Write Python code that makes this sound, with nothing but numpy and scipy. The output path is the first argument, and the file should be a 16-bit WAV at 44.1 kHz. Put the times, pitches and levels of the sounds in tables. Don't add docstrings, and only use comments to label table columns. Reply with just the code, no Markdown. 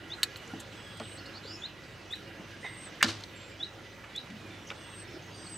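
import sys
import numpy as np
from scipy import signal
from scipy.fft import rfft, irfft
from scipy.io import wavfile

SR = 44100
rng = np.random.default_rng(int(sys.argv[2]) if len(sys.argv) > 2 else 0)


def wav_out(sig):
    wavfile.write(sys.argv[1], SR, np.round(np.clip(np.atleast_2d(sig).T, -1, 1) * 32767).astype(np.int16))


def volts(x):
    e = np.asarray(x, float) / 20
    return 10 ** e


N = 245637


TICK_BLOWS = [(.2309, -9, 1.27, 6200, 1.73), (.2319, -11.5, 0.59, 4600, 1.23),
              (.2345, -14.5, 3.9, 4050, 0.98), (.359, -29.5, 2.2, 2980, 0.75),
              (.477, -40.5, 2.2, 6760, 0.19), (.972, -47, 2.9, 8500, 0.55), (.9985, -33.5, 1.1, 3600, 0.65),
              (2.956, -50, 1.8, 6000, 1.3), (3.207, -40, 4.3, 5000, 0.45), (3.237, -30.5, 2.5, 4830, 0.37),
              (4.1612, -34, 2.5, 5800, 0.59)]
BRUSH_BLOWS = [(.36, -43.5, 10, 9000, 0.9), (.596, -34.5, 9.2, 7500, 0.48), (1.255, -51, 9.5, 6300, 0.36),
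               (2.107, -47.5, 33, 6500, 0.64), (2.15, -47, 8, 7000, .78), (4.668, -45.5, 15, 6100, 0.091),
               (4.686, -43, 14, 5500, 0.16)]
PLUG_MODES = [(1780, 4, 0.0094), (2500, -13, 0.13), (3120, -3, 0.016), (3940, -5, 0.011), (4130, 5, 0.017),
              (4400, 6.5, 0.013), (5460, -6, 0.01), (6500, -23, 0.017), (7300, -4, 0.032), (7700, -4, 0.04),
              (8350, 0, 0.0064), (10260, -7, 0.018), (12300, -11, 0.015), (13570, 1.5, 0.027)]
SLIP_BLOWS = [(3.005, -23, 6.7, 1840, 0.32)]
SNAP_BLOWS = [(3.0272, -5, 0.7, 1850, 1.22), (3.0274, -12.5, .8, 8200, 0.36),
              (3.0282, -8.5, 0.58, 2600, 0.97), (3.0291, -8, 0.73, 4020, 0.65),
              (3.0365, -23, 3.5, 3260, 0.67), (3.044, -23.5, 4.4, 1720, 1), (3.056, -27, 5.8, 1440, 0.44),
              (3.0765, -38, 2, 5000, 1), (3.083, -28.5, 4.4, 4400, 0.44), (3.0895, -26, 2.3, 2800, 1.3),
              (3.103, -32, 4.4, 4200, 0.42)]
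LID_MODES = [(600, -4, 0.012), (800, -6, .012), (1160, -21, 0.029), (1412, -7.5, 0.075),
             (1610, -3.5, 0.024), (1780, 5.5, 0.012), (2260, -2.5, .015), (2940, 1, 0.011),
             (3630, -3, 0.021), (4400, -4, 0.019), (4870, -5.5, 0.02), (5580, -8, 0.02), (6640, -7, 0.014),
             (8180, -1.5, .012)]
# (time [s], level [dB])
RATTLE_LEVEL = [(3.029, -28.5), (3.04, -24.5), (3.055, -37.5), (3.072, -39), (3.088, -34.5), (3.1, -38),
                (3.14, -45), (3.19, -53.5), (3.267, -61)]
# (frequency [Hz], relative density [dB per Hz])
RATTLE_SPECTRUM = [(290, -39), (500, 1), (766, -2), (835, -4), (1170, -2), (2600, -2.5), (4100, 3),
                   (8730, -17), (15000, -70)]
SCRAPE_BLOWS = [(2.626, -41, 9, 1900, 0.093), (2.641, -31, 11, 1700, 1.46), (2.659, -29, 10, 2280, 0.9),
                (2.68, -38, 14, 2050, .2), (2.68, -50, 50, 3750, .1), (2.7, -45, 170, 2070, 0.08)]
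BRACKET_MODES = [(800, 0, 0.024), (1030, -2.5, 0.025), (2000, -3, 0.062), (2043, -1, 0.06),
                 (2108, -1.5, 0.081), (2470, -9, .04), (3710, -5.5, 0.04), (3800, -10, 0.066)]
KNOCK_BLOWS = [(.534, -37.5, 2.4, 800, 0.13), (.9995, -32, 4.4, 1500, 0.96),
               (2.134, -35.5, 2.9, 1900, 0.14), (1.002, -30.5, 6.5, 800, 0.57),
               (1.014, -37, 14, 1200, 0.66), (4.04, -39, 9.9, 1780, 0.9), (4.301, -39, 5, 2200, 1.1),
               (4.7028, -26, 2.1, 2280, 0.48), (4.7072, -37, 2.4, 1800, 0.95),
               (4.712, -30.5, 4.9, 1400, 0.85), (4.718, -34, 4.2, 1200, 1.1)]
HITCH_MODES = [(563, -45, 0.035), (800, 12, 0.0077), (1083, -20, 0.0057), (1480, -21, 0.039),
               (1470, 4, 0.081), (1853, 4, 0.019), (2360, 4, 0.017), (2410, 6, 0.0037), (2950, 17, 0.003),
               (3720, 13, 0.022), (4200, 9, 0.017), (4600, -8, 0.014), (6900, 0, 0.012), (8100, 11, 0.012),
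               (11300, -22, .006)]
THUD_BLOWS = [(.531, -32, 22, 253, 0.55), (1.001, -36, 9.8, 255, 0.72), (1.445, -40.5, 6, 500, 0.2),
              (2.39, -41.5, 6.5, 200, 0.13), (3.04, -25.5, 36, 229, 0.88), (3.062, -44, 21, 105, 0.29),
              (4.291, -39.5, 51, 200, 0.34), (4.707, -40.5, 7.5, 430, 0.33), (5.421, -42, 14, 234, 0.61)]
DRAWBAR_MODES = [(105, 2, 0.61), (168, -29, 0.12), (229, -2.5, 0.12), (266, 3.5, 0.049), (334, 1, 0.17),
                 (447, 7, 0.063), (530, 6, 0.043)]

# (start [s], length [s], top of the swell before breaks [dB],
#             place of the top [share of length], place of the first break [share of length])
CHIRP_TIMES = [(0.094, 0.05, -36.5, 0.66, 0.37), (1.611, 0.055, -34.5, 0.63, 0.37),
               (2.096, 0.056, -33.5, 0.85, 0.41), (3.59, 0.061, -28, 0.81, 0.56),
               (4.143, 0.052, -32.5, 0.83, 0.57)]
# (delay [ms], level [dB])
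ECHOES = [(5.5, -12), (13, -16), (28, -21)]
WHISTLE_NOTES = [(.82, 0.37, 8640, 7900, -56), (2.585, .31, 8890, 7750, -51),
                 (4.74, 0.307, 8720, 7980, -52), (5.333, 0.26, 8790, 7700, -47)]
WHISTLE_CONTOUR = [(0, 0, -22), (.12, .2, -14), (.3, .43, -10), (.6, .6, -7), (.74, .56, -2.5),
                   (.93, .76, 0), (1, 1, -4)]
BUZZ_NOTES = [(1.025, 0.036, 3430, 3840, -55), (1.105, 0.028, 3440, 4200, -54.5),
              (1.17, 0.033, 3830, 4600, -51), (1.25, 0.027, 3930, 4620, -49.5),
              (1.335, 0.051, 4080, 4600, -48.5), (1.427, .15, 4030, 5300, -48),
              (1.41, 0.27, 7300, 6970, -64.5)]
BUZZ_CONTOUR = [(0, 0, -8), (.2, .12, -5), (.45, .66, 0), (.88, 1, -1.5), (1, .7, -6)]
TREE_NOTES = [(.715, 0.17, 8100, 7900, -69), (.76, 0.3, 3380, 3300, -58.5), (.98, .17, 8070, 7840, -68),
              (1.11, 0.21, 2930, 2880, -62), (1.17, 0.24, 5250, 5050, -66), (3.35, 0.2, 7640, 7300, -66.5),
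              (3.59, 0.095, 5300, 5300, -71), (4.5, 0.14, 3600, 3410, -62), (4.72, 0.14, 7900, 7850, -76),
              (4.77, 0.18, 3500, 3350, -62), (5.07, 0.11, 5400, 5180, -62.5), (5.21, 0.18, 6500, 6500, -68),
              (5.31, 0.25, 4730, 4740, -59), (5.465, 0.016, 4700, 4130, -53)]
TREE_CONTOUR = [(0, 0.175, 0.5), (1, 0.87, -1)]

# (multiple of the firing rate [1], mean level [dB rms])
ENGINE_ORDERS = [(1, -63), (2, -67.5), (3, -67), (4, -58.5), (5, -70.5), (6, -70.5)]
# (frequency [Hz], bandwidth [Hz], settled level [dB])
ENGINE_HOLLOWS = [(102.3, 11, -62.5), (200, 50, -65), (324.5, 36.5, -58), (548, 25, -65.5),
                  (1410, 91, -64.5), (1650, 76, -66), (1960, 52, -65.5), (2920, 110, -67)]
# (frequency [Hz], relative density [dB per Hz])
AIR_SPECTRUM = [(40, -20), (90, -11), (130, -5.5), (250, -11), (450, -11.5), (900, -15.5), (1300, -17.5),
                (2500, -15.5), (3600, -19.5), (4600, -24), (6300, -26.5), (8200, -38.5), (10000, -40),
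                (15000, -44)]
# (time [s], level [dB])
AIR_CONTOUR = [(0.0, -50.5), (0.43, -48.5), (1.15, -49), (1.75, -50.5), (2.67, -50), (2.99, -48),
               (3.69, -51.5), (4.62, -49.5), (5.57, -49.5)]
# (frequency [Hz], left-right correlation [1])
STEREO_LIKENESS = [(60, 1), (180, 0.9), (550, 0.71), (1650, 0.85), (4970, 0.73), (15000, 1)]
# (frequency [Hz], left minus right [dB])
SIDE_BALANCE = [(60, -0.5), (180, -0.5), (550, -2.0), (1650, -4.5), (4970, -1), (15000, -0.5)]


def rms_one(x):
    return x / np.sqrt(np.mean(x ** 2) + 1e-20)


def at_hz(points, hz):
    point_hz, value = np.transpose(points)
    return np.interp(np.log(hz), np.log(point_hz), value)


def drift(rate_hz, size=N):
    r = np.exp(-40 * np.pi * rate_hz / SR)
    noise = rng.standard_normal(size // 20 + 2002)
    slow = signal.lfilter([1], [1, -2 * r, r * r], noise)[2000:]
    return np.interp(np.arange(size) / 20, np.arange(len(slow)), rms_one(slow))


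def add(out, x, s):
    at = round(s * SR)
    out[..., at:at + x.shape[-1]] += x[..., :N - at]


def placed(x, pan_db):
    return x * volts([[pan_db / 2], [-pan_db / 2]])


def scatter(x, t60):
    t = np.arange(round(t60 * SR)) / SR
    decay = rng.standard_normal((2, len(t))) * volts(-60 * t / t60)
    tail = rms_one(decay) / np.sqrt(len(t))
    return signal.fftconvolve(x[None], tail, axes=1)[:, :N]


def banded_noise(spectrum, patchy_db, size=N):
    out, edges = 0, 40 * 2 ** (np.arange(27) / 3)
    white = rng.standard_normal((2, 2, size))
    for k, (low, high) in enumerate(zip(edges, edges[1:])):
        band = signal.butter(2, [low, high], "band", fs=SR, output="sos")
        mid, side = signal.sosfilt(band, white[k % 2])
        hz = np.sqrt(low * high)
        alike = np.clip(at_hz(STEREO_LIKENESS, hz), 0, 1)
        gain = volts(at_hz(spectrum, hz) + patchy_db * drift(10.3, size=size))
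        out = out + gain * (np.sqrt(1 + alike) * mid + np.sqrt(1 - alike) * side * [[1], [-1]])
    return rms_one(out)


def strike(blows, modes, rise_ms, crack_db, click_db=-20.0):
    contact_top_hz = 14500
    out, t = np.zeros(N), np.arange(SR // 3) / SR
    for s, peak_db, fall_ms, bright_hz, octaves in blows:
        rise = np.minimum(1000 * t / rise_ms, 1)
        fall = np.exp(-np.maximum(1000 * t - rise_ms, 0) / fall_ms)
        contact = rng.standard_normal(len(t)) * rise * fall + 1e-18
        contact[round(rise_ms * SR / 1000)] += volts(click_db)
        edges = [bright_hz / 2 ** octaves, min(bright_hz * 2 ** octaves, contact_top_hz)]
        crack = signal.sosfilt(signal.butter(2, edges, "band", fs=SR, output="sos"), contact)
        sound = volts(crack_db) * crack / np.abs(crack).max()
        for hz, level_db, t60 in modes:
            r, w = volts(-60 / (t60 * SR)), 2 * np.pi * hz / SR
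            ring = signal.lfilter([0, 1], [1, -2 * r * np.cos(w), r * r], crack)
            away_db = 4.8 * (np.log2(hz / bright_hz) / octaves) ** 2
            gain = volts(level_db - away_db + 1.5 * rng.standard_normal())
            sound += gain * ring / np.abs(ring).max()
        add(out, volts(peak_db) * sound / np.abs(sound).max(), s)
    return out


def plug():
    ticks = strike(TICK_BLOWS, PLUG_MODES, rise_ms=0.4, crack_db=12.5, click_db=1.5)
    return ticks + strike(BRUSH_BLOWS, PLUG_MODES, rise_ms=6.5, crack_db=8.5)


def lid():
    slip = strike(SLIP_BLOWS, LID_MODES, rise_ms=8.4, crack_db=18.0)
    return slip + strike(SNAP_BLOWS, LID_MODES, rise_ms=0.29, crack_db=6.0, click_db=7.0)


def rattle():
    s, level_db = np.transpose(RATTLE_LEVEL)
    t = s[0] + np.arange(round((s[-1] - s[0]) * SR)) / SR
    noise = banded_noise(RATTLE_SPECTRUM, patchy_db=1.0, size=len(t))
    grains = noise * volts(2.2 * drift(290, size=len(t)))
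    out = np.zeros((2, N))
    add(out, rms_one(grains) * volts(np.interp(t, s, level_db)), s[0])
    return out


def bracket():
    return strike(SCRAPE_BLOWS, BRACKET_MODES, rise_ms=4.3, crack_db=-4.0)


def hitch():
    return strike(KNOCK_BLOWS, HITCH_MODES, rise_ms=0.4, crack_db=21, click_db=2.0)


def drawbar():
    return strike(THUD_BLOWS, DRAWBAR_MODES, rise_ms=2.3, crack_db=-0.5)


def handling():
    small, scrape = plug(), bracket()
    steel = hitch() + lid() + drawbar()
    direct = placed(small, 0.64) + placed(scrape, -.3) + placed(steel, 1.7)
    tail = volts(-18) * scatter(small + scrape + steel, 0.1)
    return direct + tail + placed(rattle(), 2.2)


def sing(notes, waver_db, flutter_hz, wobble_hz=0, swing_hz=0):
    trill_per_s = 186
    out = np.zeros(N)
    for note in notes:
        s, hz, level_db = np.transpose(note)
        t = s[0] + np.arange(max(round((s[-1] - s[0]) * SR), 2)) / SR
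        wobble = wobble_hz * drift(40, size=len(t))
        trill = swing_hz * np.sin(2 * np.pi * trill_per_s * t)
        pitch = np.interp(t, s, hz) + wobble + trill
        level = volts(np.interp(t, s, level_db) + waver_db * drift(flutter_hz, size=len(t)))
        ends = signal.windows.tukey(len(t), .15)
        tone = np.sqrt(2) * np.sin(2 * np.pi * np.cumsum(pitch) / SR)
        add(out, ends * level * tone, s[0])
    return out


def near_chirps():
    from_hz, rise_hz, bend = 3354, 910, 1.92
    start_db, open_share, open_db, end_db = -67, 0.22, -43.5, -41.5
    break_db, half_width = -16, 0.067
    top_break_s, top_break_db = 0.0029, -14
    u, notes = np.linspace(0, 1, 60), []
    for s, length, peak_db, peak_share, break_share in CHIRP_TIMES:
        swell_db = np.interp(u, [0, open_share, peak_share, 1], [start_db, open_db, peak_db, end_db])
        swell_db += break_db * np.exp(-((u - break_share) / half_width) ** 2)
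        top_break_share = peak_share + top_break_s / length
        swell_db += top_break_db * np.exp(-((u - top_break_share) / half_width) ** 2)
        notes.append(np.transpose([s + u * length, from_hz + rise_hz * u ** bend, swell_db]))
    return sing(notes, waver_db=1.0, flutter_hz=60)


def shaped(rows, shape):
    return [[(s + u * length, first_hz + glide * (last_hz - first_hz), level_db + db)
             for u, glide, db in shape]
            for s, length, first_hz, last_hz, level_db in rows]


def high_whistles():
    notes = shaped(WHISTLE_NOTES, WHISTLE_CONTOUR)
    return sing(notes, waver_db=2.0, flutter_hz=120, wobble_hz=39.0)


def tree_birds():
    return sing(shaped(TREE_NOTES, TREE_CONTOUR), waver_db=3.5, flutter_hz=100, wobble_hz=45)


def buzzing_song():
    notes = shaped(BUZZ_NOTES, BUZZ_CONTOUR)
    return sing(notes, waver_db=3.0, flutter_hz=380, wobble_hz=90, swing_hz=220)


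def chorus():
    notes_per_s, lowest_note_db = 8, -64
    notes = []
    for when, high, span, slide in rng.random((80, 4))[:int(notes_per_s * N / SR)]:
        s, hz = when * N / SR, 2500 * 2.8 ** high
        level_db = lowest_note_db - 10.5 * high
        end_s, end_hz = s + 0.048 + 0.28 * span, hz * (0.88 + 0.065 * slide)
        notes.append([(s, hz, level_db), (end_s, end_hz, level_db)])
    return sing(notes, waver_db=3.5, flutter_hz=27)


def birds():
    chirps, high = near_chirps(), high_whistles()
    far = tree_birds() + chorus() + buzzing_song()
    near = chirps.copy()
    for delay_ms, echo_db in ECHOES:
        add(near, volts(echo_db) * chirps, delay_ms / 1000)
    wet = volts(-8) * scatter(chirps, 0.22) + volts(-7.5) * scatter(high, 0.13) + volts(-8.0) * scatter(far, 0.2)
    return placed(near, 2.2) + placed(high, 1.4) + placed(far, .1) + wet


def idling():
    firings_per_s = 24.9
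    bright_start_db, bright_fade_s = 6.5, 1.8
    t = np.arange(N) / SR
    turns = np.cumsum(firings_per_s * (1 + 0.02057 * drift(0.733))) / SR
    hum = np.zeros(N)
    for order, level_db in ENGINE_ORDERS:
        level = np.sqrt(2) * volts(level_db + 1.3 * drift(13.0))
        hum += level * np.sin(2 * np.pi * (order * turns + rng.random()))
    out = placed(hum, .1)
    for hz, width_hz, level_db in ENGINE_HOLLOWS:
        r, w = np.exp(-np.pi * width_hz / SR), 2 * np.pi * hz / SR
        noise = rng.standard_normal((2, N))
        mid, side = signal.lfilter([1, 0, -1], [1, -2 * r * np.cos(w), r * r], noise)
        bright_db = (hz > 1000) * bright_start_db * np.exp(-t / bright_fade_s)
        gain = volts(level_db + bright_db + 3.0 * drift(6.6))
        out = out + gain * rms_one(mid + 0.16 * side * [[1], [-1]])
    return out


def outdoor_air():
    s, level_db = np.transpose(AIR_CONTOUR)
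    return volts(np.interp(np.arange(N) / SR, s, level_db)) * banded_noise(AIR_SPECTRUM, patchy_db=2.0)


def scene():
    return handling() + birds() + outdoor_air() + idling()


def lean(x):
    hz = np.maximum(np.arange(N // 2 + 1) * SR / N, 1)
    half = volts(at_hz(SIDE_BALANCE, hz) / 2)
    return irfft(rfft(x) * [half, 1 / half], N)


def low_pass(x):
    return signal.sosfilt(signal.butter(12, 16390, fs=SR, output="sos"), x)


def record(dry):
    overload = volts(-4)
    cut = signal.sosfilt(signal.butter(4, 42, "high", fs=SR, output="sos"), dry)
    rounded = overload * np.tanh(cut / overload)
    mellow = signal.sosfilt(signal.cheby2(10, 50, 16600, fs=SR, output="sos"), rounded)
    return low_pass(lean(mellow))


dry = scene()
out = record(dry)
wav_out(out)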